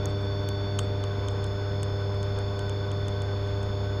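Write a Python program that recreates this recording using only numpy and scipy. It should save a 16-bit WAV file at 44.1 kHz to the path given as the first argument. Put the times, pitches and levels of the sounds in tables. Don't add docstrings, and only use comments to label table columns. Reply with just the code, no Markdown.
import sys
import numpy as np
from scipy import signal
from scipy.fft import rfft, irfft
from scipy.io import wavfile

SR = 44100
rng = np.random.default_rng(int(sys.argv[2]) if len(sys.argv) > 2 else 0)


def generate_wav(sig):
    pcm = np.round(np.clip(np.atleast_2d(sig).T, -1, 1) * 32767).astype(np.int16)
    wavfile.write(sys.argv[1], SR, pcm)


N = 176400


def undb(db):
    return 10 ** (np.asarray(db) / 20)


def unit(x):
    return x / np.sqrt(np.mean(x ** 2))


def drift(rate_hz):
    f = np.arange(N // 2 + 1) * SR / N
    return unit(irfft(rfft(rng.standard_normal(N)) * (f > 0) / (1 + (f / rate_hz) ** 4), N))


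def resonate(x, hz, width_hz):
    f = np.arange(N // 2 + 1) * SR / N
    return unit(irfft(rfft(x) / (1 + 2j * (f - hz) / width_hz) ** 2, N))


def tone(hz):
    return np.sqrt(2) * np.sin(2 * np.pi * (np.cumsum(hz + np.zeros(N)) / SR + rng.random()))


def add(out, start_s, x):
    i = max(int(start_s * SR), 0)
    out[i:i + len(x)] += x[:max(N - i, 0)]


def mic_move(before, after, start_s=0.64, end_s=1.2):
    return before + (after - before) * np.interp(np.arange(N) / SR, (start_s, end_s), (0, 1))


def air(level_db=-38.5, flicker_db=0.63):
    # frequency in Hz, relative noise density in dB.
    spectrum = [(15, -70), (33, -60.5), (50, -62), (75, -60.5), (115, -68), (135, -61), (165, -70.5),
                (195, -63), (235, -72), (370, -70.5), (480, -70), (670, -77.5), (780, -74), (1100, -76),
                (1400, -78), (1530, -76), (1700, -83.5), (2400, -85.5), (2750, -91.5), (3300, -87),
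                (3600, -95), (3900, -96.5), (5000, -101), (5900, -105), (6500, -98.5), (7100, -114),
                (9000, -126)]
    hz, db = np.array(spectrum).T
    f = np.arange(N // 2 + 1) * SR / N
    low_cut = f / np.hypot(f, 10)
    colour = undb(np.interp(np.log(f + 1), np.log(hz), db)) * low_cut
    gain = undb(level_db + flicker_db * drift(9.6))
    return gain * unit(irfft(rfft(rng.standard_normal(N)) * colour, N))


def fan(waver_db=2.5, sing_hz=1502, sing_db=-54, throb_hz=3.22, throb_peak_s=1.34):
    # pitch in Hz, level in dB.
    fan_tones = [(70, -42.5), (139.8, -47), (279.8, -54.5), (349.8, -58), (475, -51.5)]
    drone = sum(undb(db + waver_db * drift(3.5)) * tone(hz + 0.8 * drift(3.2)) for hz, db in fan_tones)
    throb_db = 1.5 * np.cos(2 * np.pi * throb_hz * (np.arange(N) / SR - throb_peak_s))
    sing_gain = undb(sing_db + throb_db + waver_db * drift(8.4))
    return drone + sing_gain * tone(sing_hz + 14.94 * drift(24))


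def magnetic_hum(hum_hz=100, waver_db=0.4, flutter_db=-62, scatter_rad=0.86):
    # harmonic number, level in dB before the microphone moves, level in dB after.
    harmonics = [(1, -29.5, -29.5), (2, -48.5, -49.5), (3, -45, -50), (4, -39, -39.5), (5, -49.5, -47.5),
                 (6, -42, -43), (7, -52, -52), (9, -56, -58), (10, -64, -55), (11, -58, -58)]
    cycle = 2 * np.pi * (hum_hz * np.arange(N) / SR + rng.random())
    out = np.zeros(N)
    for k, before, after in harmonics:
        phase = np.pi * k ** 2 / 2 + scatter_rad * rng.standard_normal()
        partial = np.sqrt(2) * np.sin(k * cycle + phase)
        out += undb(mic_move(before, after) + waver_db * drift(3.2)) * partial
        out += undb(flutter_db) / np.sqrt(k) * drift(4.5) * tone(k * hum_hz)
    return out


def motor(shaft_hz=24.86, speed_wander=0.0001, waver_db=1.5):
    # pitch in Hz, level in dB before the microphone moves, level in dB after.
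    whine_tones = [(3355, -62, -71), (3429.6, -73, -67), (3454.4, -70, -65), (3479.3, -55.5, -55.5),
                   (3504.1, -49.5, -58), (3529, -54.5, -53.5), (3628.4, -78, -69), (3653.2, -65, -71),
                   (3802.3, -76, -73), (4173, -70, -69), (4322, -75, -64.5), (4472, -53, -58.5),
                   (4620, -68, -68), (4770, -73, -76), (5040, -78, -68), (5189, -68, -59),
                   (5338, -59.5, -64), (5487, -69, -78), (5636, -76, -78), (6303, -74, -88),
                   (6452, -77, -78), (6601, -73, -67), (6750, -81, -72), (6899, -79, -79),
                   (10770, -94, -90)]
    # centre in Hz, width in Hz, level in dB.
    housing_modes = [(3493, 114, -58.5), (4490, 180, -61.5), (5280, 430, -67.5), (6690, 350, -73)]
    speed = 1 + speed_wander * drift(2.1)
    out = np.zeros(N)
    for hz, before, after in whine_tones:
        out += undb(mic_move(before, after) + waver_db * drift(0.7)) * tone(hz * speed)
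    for hz, width_hz, db in housing_modes:
        looped_turn = np.resize(rng.standard_normal(int(SR / shaft_hz)), N)
        roughness = rng.standard_normal(N)
        out += undb(db) * resonate(looped_turn + roughness, hz, width_hz)
    return out


def spatter():
    # time of the peak in seconds, peak level in dB, length in seconds.
    patches = [(.089, -66, .008), (.101, -59, .008), (.22, -69, 0.021), (.251, -64, .004),
               (0.803, -53, 0.014), (0.817, -56, .006), (.838, -66, 0.033), (1.315, -69, .03)]
    t = np.arange(N) / SR
    swell = sum(undb(db) * np.exp(-(2 * (t - peak_s) / length_s) ** 2) for peak_s, db, length_s in patches)
    return swell * resonate(rng.standard_normal(N), hz=8050, width_hz=1200)


def room(x, wet_db=-32, t60_s=0.25, predelay_s=0.006):
    t = np.arange(SR // 2) / SR
    tail = rng.standard_normal(len(t)) * np.exp(-np.log(1000) * t / t60_s) * (t > predelay_s)
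    tail = signal.sosfilt(signal.butter(2, 9000, fs=SR, output="sos"), tail)
    return x + undb(wet_db) * signal.fftconvolve(x, tail / np.sqrt(np.sum(tail ** 2)))[:N]


def ticks(contact_s=0.000096, crack_db=-15.5, crack_s=0.001, detune=0.0075):
    # start in seconds, level in dB, then knock, body, edge and top EQ in dB,
    # rebound delay in seconds, rebound level in dB relative to the strike.
    strikes = [(0.0566, -22, -4, -16, -4, 9, 0.00092, -6), (0.4883, -31.5, 4, 1, 1.5, 15, .0013, -3),
               (0.7894, -20.5, -13, 3.5, 0.5, -2, .0007, -10), (0.792, -20.5, 8, 1, -3, 6, .0006, -5.5),
               (1.0392, -30.5, 10, 3, -5, -9, 0.001, -13), (1.285, -27.5, -4, 2, -4, -4, .0009, -14),
               (1.4418, -36.5, 4, 1, 5, 2, .0013, -1), (1.4661, -44, -4, -10, 2, -2, .0012, -12),
               (1.8311, -30, -8, 3, 9, 11, .0014, -5), (2.1470, -47, 0, 2, 0, 2, .0012, -10),
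               (2.2298, -31.5, 1, 0, -5, -6, .0012, -12), (2.3884, -36, 0, 2, 3, 2, .0012, -12),
               (2.5925, -33, -3, 5, 2, 5, .0006, -15), (2.6954, -31, -4, 1, -1.5, -1, 0.00094, -10),
               (2.9165, -33.5, 5, 4, -3, -1, .0012, -15), (3.083, -30, 4, -1, -2, 2, 0.00083, -9),
               (3.22, -33.5, 6, 2, -0.5, 1, .0012, -10), (3.4752, -48, 6, 14, -1, -2, .0012, -12),
               (3.6303, -39.5, 4, 0, 1, -1, 0.0014, -6)]
    # pitch in Hz, relative level in dB, seconds to fade by 60 dB.
    surface_modes = [(1050, -11, 0.011), (1300, -14, 0.011), (3140, -1.5, 0.0053), (3900, -10, 0.0042),
                     (4800, -17, .004), (5800, -15, .004), (6460, -3, 0.0066), (8020, -7.5, 0.0049),
                     (8960, -9, 0.0053), (10130, -16, 0.0029), (12600, -25.5, .0045)]
    # knock, body, a 0 dB pivot, both ends of the edge band, top.
    eq_hz = (1150, 3200, 6500, 8000, 9000, 12000)
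    out, t = np.zeros(N), np.arange(SR // 30) / SR
    soften = signal.butter(1, 6000, fs=SR, output="sos")
    attack = 1 - np.exp(-t / contact_s)
    for start_s, db, knock, body, edge, top, rebound_s, rebound_db in strikes:
        ring = np.zeros(len(t))
        for k, (hz, mode_db, t60_s) in enumerate(surface_modes):
            eq_db = np.interp(hz, eq_hz, (knock, body, 0, edge, edge, top))
            pitch_hz = hz * (1 + detune * rng.standard_normal())
            decay = np.exp(-np.log(1000) * t / t60_s)
            ring += (-1) ** k * undb(mode_db + eq_db) * np.sin(2 * np.pi * pitch_hz * t) * decay
        noise = signal.sosfilt(soften, rng.standard_normal(len(t)))
        crack = undb(crack_db + top) * noise * np.exp(-t / crack_s)
        hit = undb(db) * (ring + crack) * attack
        add(out, start_s, hit)
        add(out, start_s + rebound_s, undb(rebound_db) * hit)
    return out


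def scene():
    return (room(ticks()) + spatter() + magnetic_hum() + fan() + motor() + air())[None]


def record(dry, hiss_db=-70.6, top_hz=15750):
    hiss = undb(hiss_db) * rng.standard_normal(N)
    high_cut = signal.ellip(10, 0.1, 80, top_hz, fs=SR, output="sos")
    return signal.sosfilt(high_cut, dry + hiss)


dry = scene()
out = record(dry)
generate_wav(out)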